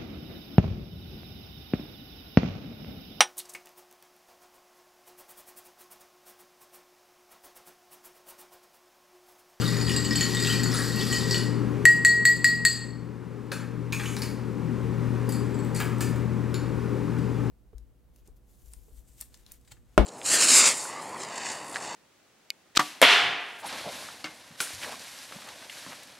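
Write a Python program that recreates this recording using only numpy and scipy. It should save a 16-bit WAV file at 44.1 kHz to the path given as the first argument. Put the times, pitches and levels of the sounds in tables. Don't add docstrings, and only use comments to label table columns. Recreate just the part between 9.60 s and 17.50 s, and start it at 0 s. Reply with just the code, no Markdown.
import sys
import numpy as np
from scipy import signal
from scipy.fft import rfft, irfft
from scipy.io import wavfile

SR = 44100
rng = np.random.default_rng(int(sys.argv[2]) if len(sys.argv) > 2 else 0)


def elevation(decibels):
    levels = np.asarray(decibels, float)
    return 10 ** (levels / 20)


def wrap_up_sound(samples):
    columns = np.atleast_2d(samples).T
    tamed = np.clip(columns, -1, 1)
    steps = np.round(tamed * 32767).astype(np.int16)
    wavfile.write(sys.argv[1], SR, steps)


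N = 348390


def rms_one(x):
    return x / np.sqrt(np.mean(x ** 2) + 1e-20)


def at_hz(points, hz):
    points = np.array(points)
    return np.interp(np.log(hz + 1), np.log(points[:, 0]), points[:, 1])


def colour(x, spectrum):
    gain = elevation(at_hz(spectrum, np.fft.rfftfreq(N, 1 / SR)))
    return rms_one(irfft(rfft(x) * gain, N))


def bandpass(x, low_hz, high_hz):
    return signal.sosfilt(signal.butter(2, [low_hz, high_hz], "band", fs=SR, output="sos"), x)


def ring(clicks, hz, t60):
    radius = elevation(-60 / (t60 * SR))
    angle = 2 * np.pi * hz / SR
    return signal.lfilter([0, np.sin(angle)], [1, -2 * radius * np.cos(angle), radius ** 2], clicks + 1e-18)


def clicks_at(seconds, sizes):
    out = np.zeros(N)
    np.add.at(out, np.round(np.asarray(seconds) * SR).astype(int), sizes)
    return out


def grains(per_s, spread_db):
    sizes = elevation(spread_db * np.minimum(rng.exponential(1, N), 4)) * rng.choice([-1, 1], N)
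    return sizes * (rng.random(N) < per_s / SR)


# t/s, level/dB
GAIN_DUCKS = [
    (2.26, 5),
    (2.45, 2.5),
    (2.66, 4),
    (2.85, 2),
    (3.061, 3),
    (6.56, 3.0),
]


def gain_control_db():
    duck_s, recover_db_per_s = 0.16, 5
    t = np.arange(N) / SR
    climb = recover_db_per_s * t
    for s, db in GAIN_DUCKS:
        climb -= db * (1 - np.exp(-np.maximum(t - s, 0) / duck_s))
    return climb - np.maximum.accumulate(climb)


# f/Hz, level/dB (per Hz)
RUMBLE = [(15, -41), (30, -27), (64, -21), (140, -12), (170, -6.5), (285, -10), (326, -14), (420, -15.5),
          (650, -27.5), (1040, -27), (2280, -39), (3200, -46.5), (8000, -52.5), (16000, -61)]
# f/Hz, width/Hz, level/dB (re rumble)
DRONES = [(63.5, 1.8, -20.5), (80.1, 1.6, -16.5), (164.5, 5.1, -11.5), (214, 3.7, -16), (240.2, 3.2, -15),
          (292.3, 3.4, -11), (362.9, 7.7, -17), (407.5, 3.9, -15), (454.4, 8.1, -22.5), (518.8, 13, -27.5)]
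IN_STEP_S = [.15, 1.0, 1.8, 3.25, 4.3, 5.5, 6.65, 7.95]
# f/Hz, unshared share/1
APART = [(60, 0.13), (300, 0.42), (700, 0.57), (1500, 0.31), (4000, 0.15), (8000, 0.33), (15000, 0.95)]


def coolers():
    gain_db = gain_control_db()
    t = np.arange(N) / SR
    shared, left, right = rfft(rng.standard_normal((3, N)))
    hz = np.fft.rfftfreq(N, 1 / SR)
    apart = np.clip(at_hz(APART, hz), 0, 1)
    both = np.sqrt(1 - apart ** 2) * shared + apart * np.array([left, right])
    rumble = rms_one(irfft(both * elevation(at_hz(RUMBLE, hz)), N))
    for centre_hz, width_hz, level_db in DRONES:
        resonance = 1 / (1 + (2 * (hz - centre_hz) / width_hz) ** 2)
        rumble += elevation(level_db) * rms_one(irfft(shared * resonance, N))
    beats = np.interp(t, IN_STEP_S, np.arange(len(IN_STEP_S)))
    beat_db = 2 * np.cos(2 * np.pi * beats)
    hum = np.sqrt(2) * np.sin(2 * np.pi * 120 * t)
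    return elevation(gain_db - 29) * rumble + elevation(gain_db + beat_db - 27) * hum


# f/Hz, t60/s
ROOM = [(700, 1), (2000, 0.62), (4500, 0.53), (8000, 0.44), (13000, 0.35)]


def room(x):
    early_t60_s, early_db = 0.13, -3.5
    sway_per_s = 2.3
    t = np.arange(SR) / SR
    tail = 0
    for low in 350 * 2 ** np.arange(0, 6.):
        high = min(2 * low, .45 * SR)
        hz = np.sqrt(low * high)
        shared, left, right = rng.standard_normal((3, 2, SR))
        apart = np.clip(0.25 * at_hz(APART, hz), 0, 1)
        noise = np.sqrt(1 - apart ** 2) * shared + apart * np.array([left, right])
        decay = elevation(-60 * t / at_hz(ROOM, hz)) + elevation(early_db - 60 * t / early_t60_s)
        tail = tail + bandpass(noise, low, high) * decay
    tail *= np.clip((t - .0015) / 0.0033, 0, 1)
    tail /= np.sqrt(np.mean(np.sum(tail ** 2, axis=2)))
    sway = np.pi * sway_per_s * np.arange(N) / SR
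    shares = x * np.array([np.cos(sway), np.sin(sway)])
    return signal.fftconvolve(shares[None], tail, axes=2).sum(axis=1)[:, :N]


SHAKES_S = [3.919, 4.323, 4.618, 5.692, 5.722, 6.146, 6.409]
# hold/s, level/dB, jolt/dB
RATTLE = [
    (.005, -46.5, 13.5),
    (0.22, -45.5, 14),
    (0.0045, -43, 8),
    (.025, -55, 1.5),
    (0.0043, -51, 0),
    (0.039, -41, 1),
    (.005, -41, 9),
]


def rattle_level():
    jolt_s, fall_db_per_s = 0.014, 177
    t, level = np.arange(N) / SR, 0
    for s, (hold, db, jolt_db) in zip(SHAKES_S, RATTLE):
        since = np.maximum(t - s, 0)
        fall_db = fall_db_per_s * np.maximum(since - hold, 0)
        level = level + (t >= s) * elevation(db + jolt_db * np.exp(-since / jolt_s) - fall_db)
    return level


# f/Hz, level/dB (per Hz)
SPRING = [(710, -27), (1200, -10.5), (2320, 0.5), (3870, -16.5), (6650, -4.5), (11700, -8), (16000, -21)]
# f/Hz, level/dB, t60/s
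PLATE = [(6600, -5.5, 0.14), (7300, -2.5, 0.13), (10000, -14, .1), (11100, -7, 0.072), (13450, -14, .08)]
# t/s, level/dB, low mode/dB, middle mode/dB, high modes/dB
PLATE_HITS = [(3.929, -48, -15, 5, -11), (4.324, -34, 6, -8, -11), (4.40, -54, -5, -6, -10),
              (4.462, -42.5, 9, 1, -10), (4.586, -34, -18, -20, 0), (4.69, -44, -18, -20, 0)]
# f/Hz, level/dB, t60/s
LIFT = [(4400, 3.5, 0.0069), (7080, 1, 0.01), (10900, -2, 0.0065)]
# t/s, level/dB
LIFT_HIT = (6.9435, -29.5)


def strainer():
    out = elevation(-2.5) * rattle_level() * colour(grains(2500, spread_db=2.5), SPRING)
    hits = np.array(PLATE_HITS)
    for k, (hz, level_db, t60) in enumerate(PLATE):
        mode_db = hits[:, 2 + min(k, 2)]
        out += ring(clicks_at(hits[:, 0], elevation(hits[:, 1] + level_db + mode_db)), hz, t60)
    lift_s, lift_db = LIFT_HIT
    for hz, level_db, t60 in LIFT:
        out += ring(clicks_at([lift_s], elevation(lift_db + level_db)), hz, t60)
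    return out


# t/s, level/dB (peak), brightest/octaves above 1 kHz, fall-off/dB per octave
KNOCKS = [(3.919, -19.5, 1.9, 5.5), (3.954, -43, 0.64, 6), (3.999, -33.5, .4, 14), (4.3242, -16, 2.23, 17),
          (4.3295, -25.5, .6, 0.5), (4.3971, -20, 0.32, 14), (4.436, -26, .6, 5), (4.456, -18.5, 1.65, 9),
          (4.567, -16.5, 1.67, 7), (4.619, -27, 1.67, 0.5), (5.6914, -25, 3.1, 2.5), (5.721, -34, 2.8, 16),
          (6.0474, -34, 2.6, 3.0), (6.1472, -32, 3.2, 20), (6.2022, -17, 0.72, 1.5),
          (6.2134, -26, 0.36, -0.5), (6.3837, -32, 2.8, 7), (6.4073, -17.5, 2.5, 3.0),
          (6.5596, -33, 2.6, 2.5), (6.9416, -17.5, 1.52, 8), (7.5654, -44, .4, 9), (7.586, -34, 1.4, 7)]
# low f/Hz, high f/Hz
KNOCK_BANDS_HZ = [(800, 2500), (2500, 6000), (6000, 10000), (10000, 16000)]


def knocks():
    s, peak_db, brightest, falloff = np.array(KNOCKS).T
    out = np.zeros(N)
    noise = rng.standard_normal(N)
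    decays_s, trims_db = (0.0054, 0.0011, 0.0018, 0.0013), (-6, -6, -6, -4.5)
    for (low, high), decay_s, trim_db in zip(KNOCK_BANDS_HZ, decays_s, trims_db):
        band = rms_one(bandpass(noise, low, high))
        octave = np.log2(low * high / 1e6) / 2
        away = np.abs(octave - brightest)
        starts = clicks_at(s, elevation(peak_db - falloff * away + trim_db))
        out += band * signal.lfilter([1], [1, -np.exp(-1 / (decay_s * SR))], starts + 1e-18)
    return out


# t/s, level/dB (peak), f/Hz
CUBES = [(0.019, -27, 2880), (.0767, -24, 3690), (0.2796, -23, 3250), (0.297, -19, 2920),
         (.3596, -27, 2800), (0.4493, -24, 2930), (0.555, -22, 3100), (.5761, -35, 2900),
         (0.61, -18.5, 3050), (0.747, -27, 3020), (.7696, -16.5, 3710), (.8225, -24, 3730),
         (0.849, -16, 3280), (0.8714, -16.5, 2740), (0.9001, -15, 3070), (1.4082, -19, 3400),
         (1.5278, -19.5, 3030), (1.7442, -16.5, 2970), (1.7699, -36, 2840), (0.0215, -21, 1395),
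         (1.059, -22, 1427), (1.11, -22.5, 1390), (1.1474, -19.5, 1350), (1.1889, -20.5, 1660),
         (1.649, -39, 1140)]
# t/s, level/dB (peak), f/Hz
SPOON = [(0.0782, -26, 9700), (.2249, -28, 9600), (.2922, -26, 9750), (.9068, -33, 9600),
         (1.1418, -20, 9620), (1.1877, -20, 9500), (1.4685, -25, 8860), (1.5953, -27, 10000),
         (1.7789, -28, 10100), (0.509, -16, 5100), (1.1283, -30, 5150), (1.711, -15, 5570)]
# t/s, level/dB (peak), f/Hz
TICKS = [(3.918, -24.5, 1620), (3.9603, -32, 1610), (4.3289, -19, 2450), (4.3989, -24, 2440),
         (4.4588, -20.5, 2970), (4.618, -39, 2360), (6.1998, -21, 1580), (6.219, -27, 1620),
         (6.4096, -40, 1840), (3.917, -26, 4320), (4.566, -29, 4660), (4.6184, -25.5, 5170),
         (4.6194, -23.5, 4520), (4.6738, -32, 4280), (5.692, -27, 10200), (5.7224, -28, 11000),
         (6.1494, -26, 9500)]
# t/s, level/dB, f/Hz, t60/s
BAR_TOP = (3.917, -33, 546, .1)


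def pings():
    out, t = np.zeros(N), np.arange(SR // 8) / SR
    strikes = [(*row, 0.027 * (3000 / row[2]) ** 0.3) for row in CUBES]
    strikes += [(*row, 0.021) for row in SPOON]
    strikes += [(*row, 0.018) for row in TICKS]
    strikes += [BAR_TOP]
    for s, peak_db, hz, t60 in strikes:
        part = out[round(s * SR):][:len(t)]
        part += elevation(peak_db - 4.0 - 60 * t / t60) * np.sin(2 * np.pi * hz * t)
    chatter = rms_one(signal.lfilter([1], [1, -.93], rng.standard_normal(N)))
    return out * (0.79 + .5 * chatter)


# t/s, spoon pressure level/dB, ice tumbling level/dB
TURNS = [
    (0.0, -35.5, -31),
    (.32, -34.5, -38),
    (.61, -39, -34.5),
    (.88, -28.5, -32.5),
    (1.171, -33, -34.5),
    (1.41, -38, -37),
    (1.53, -34.5, -34),
    (1.74, -33.5, -38.5),
]


def stirring_db(column):
    rise_db_per_s, fall_db_per_s = 81, 56
    spoon_out_s, settle_db_per_s = 1.79, 90
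    t, rows = np.arange(0, N, 64) / SR, np.array(TURNS)
    since = t - rows[:, :1]
    slope = np.where(since < 0, rise_db_per_s, -fall_db_per_s)
    power = np.sum(elevation(2 * (rows[:, column, None] + slope * since)), axis=0)
    db = 10 * np.log10(power + 1e-20) - settle_db_per_s * np.maximum(t - spoon_out_s, 0)
    return np.interp(np.arange(N) / SR, t, db)


# f/Hz, level/dB (per Hz)
ICE = [(530, -35), (900, -12.5), (1900, -8.5), (3000, -5.5), (4860, 2.5), (5960, -1.5), (9000, -8.5),
       (12100, -4.5), (15000, -17), (16500, -21)]


def ice():
    pitches, dealt = np.geomspace(1100, 15000, 24), rng.integers(0, 24, N)
    born = grains(900, spread_db=5.0)
    knocking = sum(ring(born * (dealt == k), hz, 49.0 / hz) for k, hz in enumerate(pitches))
    slosh = rms_one(knocking) + 0.93 * rms_one(grains(2500, spread_db=9.5))
    return elevation(stirring_db(column=2) - 3.0) * colour(slosh, ICE)


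# t/s, ring level/dB, hardness/dB, side/dB, crack level/dB
TAPS = [
    (2.254, -25.5, 17, 2, 10),
    (2.449, -17, 4.5, -11.5, 2),
    (2.653, -19.5, 7.5, -8.5, -8),
    (2.844, -23, 9, -6, 0.5),
    (3.051, -15, 2.5, -8, -4),
]


def crack():
    taps = np.array(TAPS)
    burst = rng.standard_normal(400) * np.exp(-np.arange(400) / (0.0024 * SR))
    noise = np.convolve(clicks_at(taps[:, 0], elevation(taps[:, 4] - 12.0)), burst)[:N]
    return bandpass(noise, 1700, 2900) + elevation(-10) * bandpass(noise, 5500, 12000)


# f/Hz, level/dB, sag/dB per s, touch after/s, damped fall/dB per s
RIM_NOTE = [
    (1897, -7.5, 20, 0.039, 155),
    (1902, -10.5, 97, 0.18, 498),
    (1914, -13, 10.5, 0.05, 336),
    (1906, -13, 76, 0.094, 419),
    (1875, -14.5, 87, 0.017, 400),
]


def rim_note():
    strike_s, onset_s = .004, .0007
    out, t = np.zeros(N), np.arange(N) / SR
    starts = [tap[0] for tap in TAPS]
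    for start, end, (hz, db, sag, touch, damped) in zip(starts, starts[1:] + [t[-1]], RIM_NOTE):
        since = np.maximum(t - start, 0)
        fall_db = sag * np.minimum(since, touch) + damped * np.maximum(since - touch, 0)
        level = elevation(db - fall_db + 4.6 * np.exp(-(since / strike_s) ** 2))
        level *= 1 - np.exp(-since / onset_s)
        out += np.sqrt(2) * level * np.sin(2 * np.pi * hz * since) * (t < end)
    return out


# f/Hz, level/dB, t60/s
GLASS = [(1903.5, 3.5, 0.11), (2280, -17, 0.016), (4407, -5, 0.12), (4410, -4, 0.095), (4818, 4, 0.079),
         (5400, -17.5, 0.11), (6670, -21, 0.055), (6905, -4, 0.055), (7603, -5.5, 0.028), (7700, 2, 0.046),
         (7787, -2.5, 0.024), (9260, -19, 0.0185), (11720, -14.5, 0.03), (13300, -14.5, .03)]
FAMILY_EDGES_HZ = [2500, 4600, 6000, 7200]
# t/s, ring level/dB, hardness/dB, side/dB
CLINKS = [(0.0781, -37, -8, -3), (0.168, -33, -9.5, 21), (0.2126, -33, -7, 0), (0.2656, -37, -3, 4),
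          (0.2834, -32, -11.5, 6.5), (0.299, -47, -13, -11.5), (0.3182, -36, -1, 10), (0.3633, -29, 8, -6),
          (0.435, -54, -7.5, 8.0), (0.4491, -32, 5.5, -19), (0.5092, -36, -13, 20.0), (0.5319, -37, -5, -7),
          (0.5571, -28.5, 0.5, -3), (0.609, -25.5, -1, -16), (0.7354, -55, -12.5, -4),
          (0.7487, -25.5, 0, 4), (0.8001, -28.5, 2, 4), (0.8251, -28.5, 4.5, -5), (0.9329, -38, 2, 0),
          (1.034, -27, 4.5, -9), (1.129, -42.5, -20, 2), (1.1729, -31, -2, 16), (1.279, -32, 0, -1),
          (1.4086, -48, 3, 2.5), (1.4684, -45, 1, 0), (1.5097, -37, -4, -13), (1.527, -29.5, -1.5, -16.0),
          (1.71, -28, -1, -1), (1.7449, -27, -2.5, -18)]
# t/s, ring level/dB, hardness/dB, side/dB
FITTING = [(5.6685, -59, -3.0, 5.5), (5.6917, -45, -4, 11), (5.7229, -42, 9.5, -6), (5.944, -54.5, 10, 3),
           (5.9897, -51.5, 8.5, -12), (6.15, -43.5, -5, 9), (6.163, -41.5, 11, -9), (6.4093, -44, 8, 7),
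           (7.587, -55, 8, 3.5)]
SHIFTS = (-0.0072, 0.00076, 0.0048)


def glass():
    outer_db = -5
    held_share = 0.72
    rows = np.array([tap[:4] for tap in TAPS] + CLINKS + FITTING)
    s, ring_db, hard_db, side_db = rows.T
    strike = np.arange(len(s))
    tapped = strike < len(TAPS)
    families = [np.where(tapped, -38, outer_db - hard_db),
                np.minimum(-side_db, 0),
                np.minimum(side_db, 0),
                np.where(tapped, -7, 0.5),
                outer_db + hard_db]
    luck_db = 3.6 * rng.standard_normal((len(rows), len(GLASS)))
    slide = elevation(stirring_db(column=1) - 36.5)
    slides = [slide * rms_one(grains(300, spread_db=4.5)) for _ in SHIFTS]
    out = np.zeros(N)
    for k, (hz, level_db, t60) in enumerate(GLASS):
        family_db = families[np.searchsorted(FAMILY_EDGES_HZ, hz)]
        sizes = elevation(ring_db + family_db + level_db + 1.5 + luck_db[:, k])
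        out += ring(clicks_at(s, sizes * tapped), hz, t60)
        for j, shift in enumerate(SHIFTS):
            dealt = ~tapped & ((strike + k) % len(SHIFTS) == j)
            drive = clicks_at(s, sizes * dealt) + elevation(level_db) * slides[j]
            out += ring(drive, hz * (1 + shift), t60 * held_share)
    return out


def scene():
    ringing = signal.sosfilt(signal.butter(2, 1500, "high", fs=SR, output="sos"), glass())
    near = ringing + ice() + strainer()
    sharp = knocks() + pings()
    note, tick = rim_note(), crack()
    wet = room(near + elevation(-0.5) * sharp + elevation(-14) * note + elevation(-5.5) * tick)
    return elevation(-1.0) * near + sharp + note + tick + elevation(1.0) * wet + coolers()


def low_pass(x):
    return signal.sosfilt(signal.butter(12, 16430, fs=SR, output="sos"), x)


# f/Hz, level/dB, lead/rad
RIGHT = [(25, -1, 1.8), (60, -9.5, 0.82), (308, -10.5, 0.91), (696, -5, 0.53), (1250, -3, 0.48),
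         (2640, -0.5, 0.19), (5300, -3, 0.48), (16000, -1, 1.54)]


def record(dry):
    notch_hz, notch_width_hz = 678, 79
    x = signal.lfilter(*signal.iirnotch(notch_hz, notch_hz / notch_width_hz, fs=SR), dry)
    hz, right = np.fft.rfftfreq(N, 1 / SR), np.array(RIGHT)
    turn = elevation(at_hz(right, hz)) * np.exp(1j * at_hz(right[:, ::2], hz))
    x = np.array([x[0], irfft(rfft(x[1]) * turn, N)])
    over_db = np.maximum(20 * np.log10(np.max(np.abs(x), axis=0) + 1e-9) + 6, 0)
    fall = 20.0 * np.arange(N) / SR
    held_db = np.maximum.accumulate(over_db + fall) - fall
    pole = np.exp(-1 / (.005 * SR))
    cut_db = .6 * signal.lfilter([1 - pole], [1, -pole], held_db)
    x = np.clip(x * elevation(-cut_db), -1, 1)
    x = signal.sosfilt(signal.cheby2(10, 50, 16600, fs=SR, output="sos"), x)
    return low_pass(x)


dry = scene()
out = record(dry)
wrap_up_sound(out)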